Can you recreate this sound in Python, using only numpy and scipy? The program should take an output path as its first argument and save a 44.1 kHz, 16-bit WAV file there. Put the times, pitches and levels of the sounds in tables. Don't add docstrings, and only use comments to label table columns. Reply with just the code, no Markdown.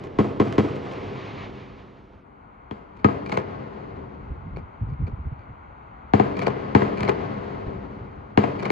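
import sys
import numpy as np
from scipy import signal
from scipy.fft import rfft, irfft, next_fast_len
from scipy.io import wavfile
from scipy.ndimage import uniform_filter1d

SR = 44100
rng = np.random.default_rng(int(sys.argv[2]) if len(sys.argv) > 2 else 0)


def master(y):
    cut = np.clip(np.atleast_2d(y).T, -1, 1)
    pcm = np.round(cut * 32767)
    wavfile.write(sys.argv[1], SR, pcm.astype(np.int16))


N = 384111

# first_s, swell_s, t60_s, bass_db, treble_db
ECHO_FIELDS = [(.002, 0.0032, 0.26, -6.5, 4), (.03, 0.032, 0.96, -12, -5), (0.2, 0.091, 3.3, -18, -8),
               (.6, 0.33, 2.9, -22, -35.5)]
# level_db, tilt_db_per_octave, slap_db
EARLIER_SHELL = (-11, 1.4, -16)
# freq_hz, level_db
BLAST_SPECTRUM = [(20, -23.5), (45, -18.5), (100, -1.5), (150, -0.5), (210, -1), (320, 0.5), (430, 1.5),
                  (600, -9), (1100, -14), (1600, -24.5), (2200, -29.5), (3300, -39.5), (5000, -54.5),
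                  (8000, -64), (9200, -75), (11000, -72), (13000, -80.5), (15500, -82.5)]
# freq_hz, t60_s, narrow_beam_db, wide_beam_db
BALCONY_MODES = [(103.1, 0.41, 19, 10.5), (143.3, 0.086, 12.5, 5.5), (213, 0.15, 15.5, 7.5),
                 (298.8, 0.15, 11.5, 3), (405.4, 0.2, 1.5, -0.5), (711, 0.057, -14, 0),
                 (880, 0.024, 0.5, -9), (1098.4, 0.15, 2.5, 5.5), (1308, 0.12, -8.5, 2.5),
                 (2126, 0.092, 12, -6.5), (3040, 0.36, -3.5, 5), (3260, 0.14, 14, 0)]
# delay_s, narrow_beam_db, wide_beam_db, tilt_db_per_octave, bass_db, glint_db,
# rise_ms, smear_ms, flat_face_db
FAR_WALLS = [(.222, -31, -14.5, 5, -13.5, 6.5, 4.8, 54, -14),
             (0.257, -24.5, -13.5, 7, 3.5, -2.5, 2.3, 9.8, -13), (0.282, -17, -12, 5.5, -11, 2, 4, 14, -4),
             (.332, -3, -1.05, 4.5, -11.5, -1.5, 3.7, 16.5, -10.5)]
# freq_hz, width_hz, level_db
SLAP_GLINT = [(2364, 160, 8), (4470, 470, 0)]
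# freq_hz, t60_ms, level_db
FACE_RING = [(2236, 19.3, 4.5), (3240, 9, -15.5), (4280, 20, -13)]
# freq_hz, level_db
CITY_SPECTRUM = [(20, -40.5), (40, 4), (64, 6), (170, -12), (213, -9.5), (360, -12), (550, -11), (930, -4),
                 (1400, -8), (1740, -21.5), (2100, -18), (3260, -32), (4500, -47), (5200, -60.5),
                 (6500, -50.5), (8000, -82), (15500, -78.5)]
# time_s, level_db
CITY_LEVEL = [(0, -57), (1.5, -50), (2.1, -52.5), (2.5, -47), (4, -43.5), (5.4, -43.5), (6.1, -42.5),
              (7.5, -41.5), (8.71, -45.5)]
# start_s, level_db, tilt_db_per_octave, bass_db, crack_hz, crack_db, roll_db,
# bounce_ms, bounce_db, slaps_early_ms, slap_db, third_wall_extra_db,
# second_crack_hz, second_crack_db, bounce_smear_ms, bounce_bass_db
SHELLS = [(.186, -7.5, 1.5, -9, 1070, 9, 0.5, 57, -15, -4.5, -12, 4, 2060, 4.5, 2.4, -11),
          (.398, -7, 2, -10.5, 1044, 8.5, -2, 70, -16, -6, -18.5, 1, 2100, 3.5, 2.6, -10),
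          (.580, -6.5, 3, -8, 1080, 3, -3, 64, -14.5, -0.5, -18, -10.5, 2070, 2, 4.6, -16),
          (2.711, -22.5, 3.5, -3.5, 3230, 15, -1, 26, -21, 2, -6.5, -0.5, 1210, 7.5, 1.8, -5.5),
          (3.045, -2.5, 3, -2.5, 1243, 16.5, -4, 41, -15.5, 9.5, -7.5, 7.5, 2130, 5.5, 3.9, -11),
          (6.136, -4.5, 3.5, 0, 752, 17, 0, 62, -2.5, 3.5, -1.5, 2, 2210, -2, 0.26, -9),
          (6.750, -1.5, 3.5, -3.5, 1930, 4, -0.5, 69.5, -9.5, 5, -4.5, 1, 873, 9, 2.7, -12.5),
          (8.375, -2.5, 3.5, -5, 2850, 8, -1, 63, -10, 7, -3, 0, 743, 10.5, 4.2, -9.5)]
# delay_ms, narrow_beam_db, wide_beam_db
BALCONY_PATHS = [(0, -26.5, 3.5), (1.156, -2.5, -4), (3.173, -3, -3.5), (4.15, -3.5, -7), (8.61, -4, -15.5),
                 (10.37, -23.5, -8), (15.21, -6.5, -11.5), (19.12, -5.5, -18), (25.26, -5, -31)]
# freq_hz, level_db
STAR_SPECTRUM = [(200, -38.5), (400, -28), (800, 4.5), (1100, 5.5), (1500, -5), (2140, -1.5), (3000, -10.5),
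                 (4000, -18), (5000, -29.5), (7000, -39.5), (8200, -68), (9500, -78)]
# time_s, level_db
STAR_LEVEL = [(.5, -60.5), (.95, -45), (1.2, -41), (1.43, -40.5), (1.5, -47), (1.8, -50), (1.88, -55.5),
              (2.15, -70)]
# freq_hz, level_db
WIND_SPECTRUM = [(15, -39), (25, -17.5), (54, 4.5), (97, 0.5), (160, -3), (295, -15.5), (361, -25.5),
                 (500, -28.5), (650, -62.5), (1100, -120)]
# time_s, level_db
BREEZE_LEVEL = [(3.8, -75.5), (3.98, -49.5), (4.6, -39), (4.7, -55.5), (5.1, -42), (5.5, -58.5), (5.9, -72),
                (7.45, -75), (7.55, -45.5), (8.2, -56), (8.4, -42.5), (8.5, -68.5)]
# peak_s, level_db, fall_ms, thump_hz
WIND_BUFFETS = [(4.305, -27.5, 13, 64.2), (4.46, -35.5, 18, 115), (4.546, -35.5, 35, 128),
                (4.814, -23, 22, 105.3), (4.865, -31, 19, 121.5), (4.885, -33.5, 14, 69.4),
                (4.918, -26.5, 18, 136), (4.992, -26.5, 12, 141.5), (5.017, -22.5, 30, 91.7),
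                (5.085, -34, 19, 83.5), (5.127, -25.5, 6.9, 92.3), (5.185, -34, 21, 70.7),
                (5.256, -24.5, 18, 72.6), (5.315, -28.5, 9.4, 124), (5.386, -36.5, 11, 68.3),
                (5.492, -42, 29, 100), (7.675, -29, 8.1, 74.5), (7.755, -37.5, 24, 78.8),
                (8.02, -35.5, 33, 123.5), (8.169, -35.5, 15, 65.5)]
# start_s, level_db, farthest_wall_echo_db
FAR_POPS = [(4.562, -24.5, -39), (5.067, -29, -42)]
# tilt_db_per_octave, bass_db, glint_db, rise_ms, smear_ms, flat_face_db
POP_SHAPE = (4.5, 4.5, 4, -0.2, 16.5, -9)
POP_ECHO_SHAPE = (3.5, -15, 9, 12, 28, -42)
# freq_hz, narrow_beam_db, wide_beam_db
BEAM_COLOUR = [(30, 5, -7), (82.5, 2, -0.1), (193, 2, 4.5), (315, 2, 1.5), (635, -2, -1),
               (980, -3.5, -1.86), (1540, -2.5, -0.5), (2210, -1.5, -2.5), (3500, 1.5, -5), (4620, 6, 2),
               (4860, 6.5, 0), (7600, 6, -2)]
# freq_hz, left_lead_rad, left_minus_right_db, likeness (0 to 1)
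NARROW_PAIR = [(100, -.2, .7, .97), (300, -.7, 0, .93), (500, -1.1, 0, .8), (650, -1.2, -3, .4),
               (1000, -1.7, -1, .5), (1400, -1, -2.5, .25), (2000, .2, 2, .85), (2400, 0, .5, .98),
               (7300, 0, 0, 1), (14000, -10, .5, .9)]
WIDE_PAIR = [(100, .1, .5, .95), (230, .4, .5, .85), (430, 2.1, 7.5, .5), (600, 3, 2.5, .25),
             (850, 4, 6, .45), (1300, 3, 3, .65), (1700, 2, 1, .5), (2100, .1, -1, .75), (3000, .4, 3, .5),
             (4500, .2, 5, .7), (5400, 2.5, 5, .2), (6800, 6.4, .5, .75), (14000, -4, .5, .85)]

NARROW_COL, WIDE_COL = 1, 2
ZOOM_START_S, ZOOM_END_S = 2.19, 2.25
EARLIER_START_S, ROLL_LEAD_S = -0.297, 1
TREBLE_EXTRA_T60_S = 1.8
BOUNCE_TILT_DB_PER_OCTAVE = -1
FACE_RISE_MS, POP_ECHO_EARLY_S = 1.8, 0.012
BUFFET_RISE_SHARE = 0.48
FLUTTER_DB = -4
SELF_NOISE_DB, EDGE_HZ = -90.5, 15500

LONG = next_fast_len(N + SR)
HZ = np.fft.rfftfreq(LONG, 1 / SR)
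T = np.arange(N) / SR


def gain_of(db):
    return 10 ** (np.asarray(db) / 20)


def read(points, hz, axis=1):
    columns = np.transpose(points)
    return np.interp(np.log(hz + 1), np.log(columns[0] + 1), columns[axis])


def curve(rows, t):
    times_s, levels_db = np.transpose(rows)
    return np.interp(t, times_s, levels_db, -200, -200)


def colour(x, gain):
    return irfft(rfft(x, LONG) * gain, LONG)[..., :x.shape[-1]]


def hiss(spectrum):
    x = colour(rng.standard_normal((2, N)), gain_of(read(spectrum, HZ)))
    return x / x.std()


def wander(seconds):
    width = int(seconds * SR)
    x = uniform_filter1d(rng.standard_normal(N), width)
    x = uniform_filter1d(x, width)
    return x / x.std()


def add(mix, s, sound):
    part = mix[..., round(s * SR):][..., :sound.shape[-1]]
    part += sound[..., :part.shape[-1]]


def shock(tilt_db, bass_db, bass_hz, peaks):
    hz = abs(np.fft.fftfreq(8192, 1 / SR))
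    tilt = tilt_db * np.log2(np.clip(hz, 300, 6000) / 300)
    shelf = bass_db / (1 + (hz / bass_hz) ** 4)
    ring = sum(db / (1 + (2 * (hz - f) / width) ** 2) for f, width, db in peaks)
    log_gain = np.log(gain_of(read(BLAST_SPECTRUM, hz) + tilt + shelf + ring))
    minimum_phase = np.exp(np.conj(signal.hilbert(log_gain)))
    pulse = np.fft.ifft(minimum_phase).real[:4096]
    return pulse / abs(pulse).max()


def roll(split_hz=600):
    t = np.arange(3 * SR) / SR
    uneven_db = wander(0.017)[:len(t)]
    scatter = rng.standard_normal((2, len(t))) / np.sqrt(0.012 * SR) * gain_of(uneven_db)
    dull = signal.sosfilt(signal.butter(2, 6000, fs=SR, output="sos"), scatter)
    scatter = dull + (scatter - dull) * gain_of(-60 * t / TREBLE_EXTRA_T60_S)
    power = np.zeros((2, len(t)))
    for first_s, swell_s, t60_s, bass_db, treble_db in ECHO_FIELDS:
        since = np.maximum(t - first_s, 0)
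        rise = np.minimum(since / swell_s, 1)
        decay_db = -60 * np.maximum(since - swell_s, 0) / t60_s
        power += (rise * gain_of(np.array([[bass_db], [treble_db]]) + decay_db)) ** 2
    bass = 1 / (1 + (HZ / split_hz) ** 2)
    return colour(scatter * np.sqrt(power[0]), bass) + colour(scatter * np.sqrt(power[1]), 1 - bass)


def recess(axis):
    t = np.arange(SR // 2) / SR
    out = np.zeros(len(t))
    for hz, t60_s, *beam_db in BALCONY_MODES:
        unit_gain = 2 * np.log(1000) / (t60_s * SR)
        out += gain_of(beam_db[axis - 1] - 60 * t / t60_s) * np.sin(2 * np.pi * hz * t) * unit_gain
    return out


def slap(db, tilt_db, bass_db, glint_db, rise_ms, smear_ms, face_db):
    ms = np.arange(4000) / SR * 1000
    facets = rng.standard_normal((2, len(ms))) ** 3 * (rng.random(len(ms)) < 0.04)
    facets = facets * (1 - np.exp(-ms / max(rise_ms, 0.1))) * np.exp(-ms / max(smear_ms, 1))
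    peaks = [(f, width, glint_db + d) for f, width, d in SLAP_GLINT]
    pulse = shock(tilt_db, bass_db, 290, peaks)
    echo = signal.fftconvolve(facets, pulse[None], axes=1)
    echo = echo / np.linalg.norm(echo) * 14
    shift = rng.uniform(0.95, 1.05)
    snap = sum(gain_of(d - 60 * ms / t60_ms) * np.sin(2 * np.pi * hz * shift * ms / 1000)
               for hz, t60_ms, d in FACE_RING)
    snap = snap * (1 - np.exp(-ms / FACE_RISE_MS))
    add(echo, 0, gain_of(face_db) * snap * gain_of([[0.0], [-6.0]]))
    return gain_of(db) * echo


def earlier_shell(slaps, rolling):
    db, tilt_db, slap_db = EARLIER_SHELL
    add(rolling, ROLL_LEAD_S + EARLIER_START_S, gain_of(db) * shock(tilt_db, -1, 140, []))
    last_wall = FAR_WALLS[-1]
    add(slaps, EARLIER_START_S + last_wall[0], slap(db + slap_db, *last_wall[3:]))


def city():
    return hiss(CITY_SPECTRUM) * gain_of(curve(CITY_LEVEL, T) + 0.31 * wander(0.038))


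def balcony(axis):
    out, t = recess(axis), np.arange(256)
    for path in BALCONY_PATHS:
        soft = np.exp(-t / (1.3 + 0.1 * path[0]))
        add(out, path[0] / 1000, gain_of(path[axis]) * soft / soft.sum())
    return out


def ripples(smear_ms):
    ms = np.arange(1000) / SR * 1000
    facets = np.r_[1, rng.uniform(-1, 1, len(ms) - 1) ** 41] * np.exp(-ms / max(smear_ms, 0.001))
    return facets / np.linalg.norm(facets)


def bangs(near, slaps, rolling):
    rooms = {axis: balcony(axis) for axis in (NARROW_COL, WIDE_COL)}
    for (s, db, tilt_db, bass_db, crack_hz, crack_db, roll_db, bounce_ms, bounce_db, early_ms, slap_db,
         third_wall_db, second_hz, second_db, smear_ms, bounce_bass_db) in SHELLS:
        beam = NARROW_COL if s < ZOOM_START_S else WIDE_COL
        cracks = [(crack_hz, 0.13 * crack_hz, crack_db), (second_hz, 0.093 * second_hz, second_db)]
        direct = (s, db, tilt_db, bass_db, 0)
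        bounce = (s + bounce_ms / 1000, db + bounce_db, tilt_db + BOUNCE_TILT_DB_PER_OCTAVE,
                  bounce_bass_db, smear_ms)
        for at_s, level_db, slope_db, low_db, spread_ms in (direct, bounce):
            pulse = shock(slope_db, low_db, 190, cracks)
            pulse = signal.fftconvolve(pulse, ripples(spread_ms))
            add(near, at_s, gain_of(level_db) * signal.fftconvolve(pulse, rooms[beam]))
            roll_pulse = gain_of(level_db + roll_db) * shock(slope_db, low_db, 56, [])
            add(rolling, ROLL_LEAD_S + at_s, roll_pulse)
        for index, wall in enumerate(FAR_WALLS):
            level_db = db + slap_db + wall[beam] + third_wall_db * (index == 2)
            add(slaps, s + wall[0] - early_ms / 1000, slap(level_db, *wall[3:]))


def stars():
    return hiss(STAR_SPECTRUM) * gain_of(curve(STAR_LEVEL, T) + 1.8 * wander(0.043))


def wind():
    a, b = hiss(WIND_SPECTRUM)
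    level, thumps = gain_of(curve(BREEZE_LEVEL, T)), np.zeros(N)
    for peak_s, db, fall_ms, thump_hz in WIND_BUFFETS:
        since = (T - peak_s) * 1000 / fall_ms
        since = np.where(since < 0, since / BUFFET_RISE_SHARE, since)
        push = gain_of(db) / np.cosh(np.clip(since, -30, 30)) ** 2
        level = level + gain_of(FLUTTER_DB) * push
        thumps = thumps + push * np.cos(2 * np.pi * thump_hz * (T - peak_s))
    noise = np.array([a + 0.17 * b, a - 0.4 * b])
    return noise * level + thumps * gain_of([[0.3], [-0.3]])


def pops(slaps):
    for s, db, echo_db in FAR_POPS:
        add(slaps, s, slap(db, *POP_SHAPE))
        add(slaps, s + FAR_WALLS[-1][0] - POP_ECHO_EARLY_S, slap(echo_db, *POP_ECHO_SHAPE))


def fireworks():
    near, slaps, rolling = np.zeros(N), np.zeros((2, N)), np.zeros(N + ROLL_LEAD_S * SR)
    earlier_shell(slaps, rolling)
    bangs(near, slaps, rolling)
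    pops(slaps)
    lead = ROLL_LEAD_S * SR
    rolled = signal.fftconvolve(rolling[None], roll(), axes=1)[:, lead:lead + N]
    far = slaps + rolled
    far_ring = signal.fftconvolve(far, recess(WIDE_COL)[None], axes=1)[:, :N]
    return near * gain_of([[4.5], [-6.5]]) + far + gain_of(-2.5) * far_ring


def ports(x, pair):
    lean = gain_of(read(pair, HZ, axis=2) / 2) * np.exp(0.5j * read(pair, HZ))
    likeness = np.clip(read(pair, HZ, axis=3), 0, 1)
    shared, apart = np.sqrt((1 + likeness) / 2), np.sqrt((1 - likeness) / 2)
    left = colour(x[0], shared * lean) + colour(x[1], apart * lean)
    right = colour(x[0], shared / lean) - colour(x[1], apart / lean)
    return np.array([left, right])


def scene():
    air = fireworks() + stars() + city()
    narrow = colour(air, gain_of(read(BEAM_COLOUR, HZ, axis=NARROW_COL)))
    wide = colour(air, gain_of(read(BEAM_COLOUR, HZ, axis=WIDE_COL)))
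    opened = np.interp(T, (ZOOM_START_S, ZOOM_END_S), [0, 1])
    return (1 - opened) * ports(narrow, NARROW_PAIR) + opened * ports(wide, WIDE_PAIR) + wind()


def record(dry, turns=1.25):
    swept = colour(dry, np.exp(-2j * np.pi * turns * np.log(np.clip(HZ, 60, 3000) / 3000)))
    band = signal.butter(3, (6000, 12500), "band", fs=SR, output="sos")
    swept = swept + gain_of(SELF_NOISE_DB) * signal.sosfilt(band, rng.standard_normal(dry.shape))
    clipped = swept / (1 + abs(swept / 0.97) ** 6) ** (1 / 6)
    low_pass = signal.firwin(511, EDGE_HZ, window=("kaiser", 9), fs=SR)
    return signal.oaconvolve(clipped, low_pass[None], "same")


dry = scene()
out = record(dry)
master(out)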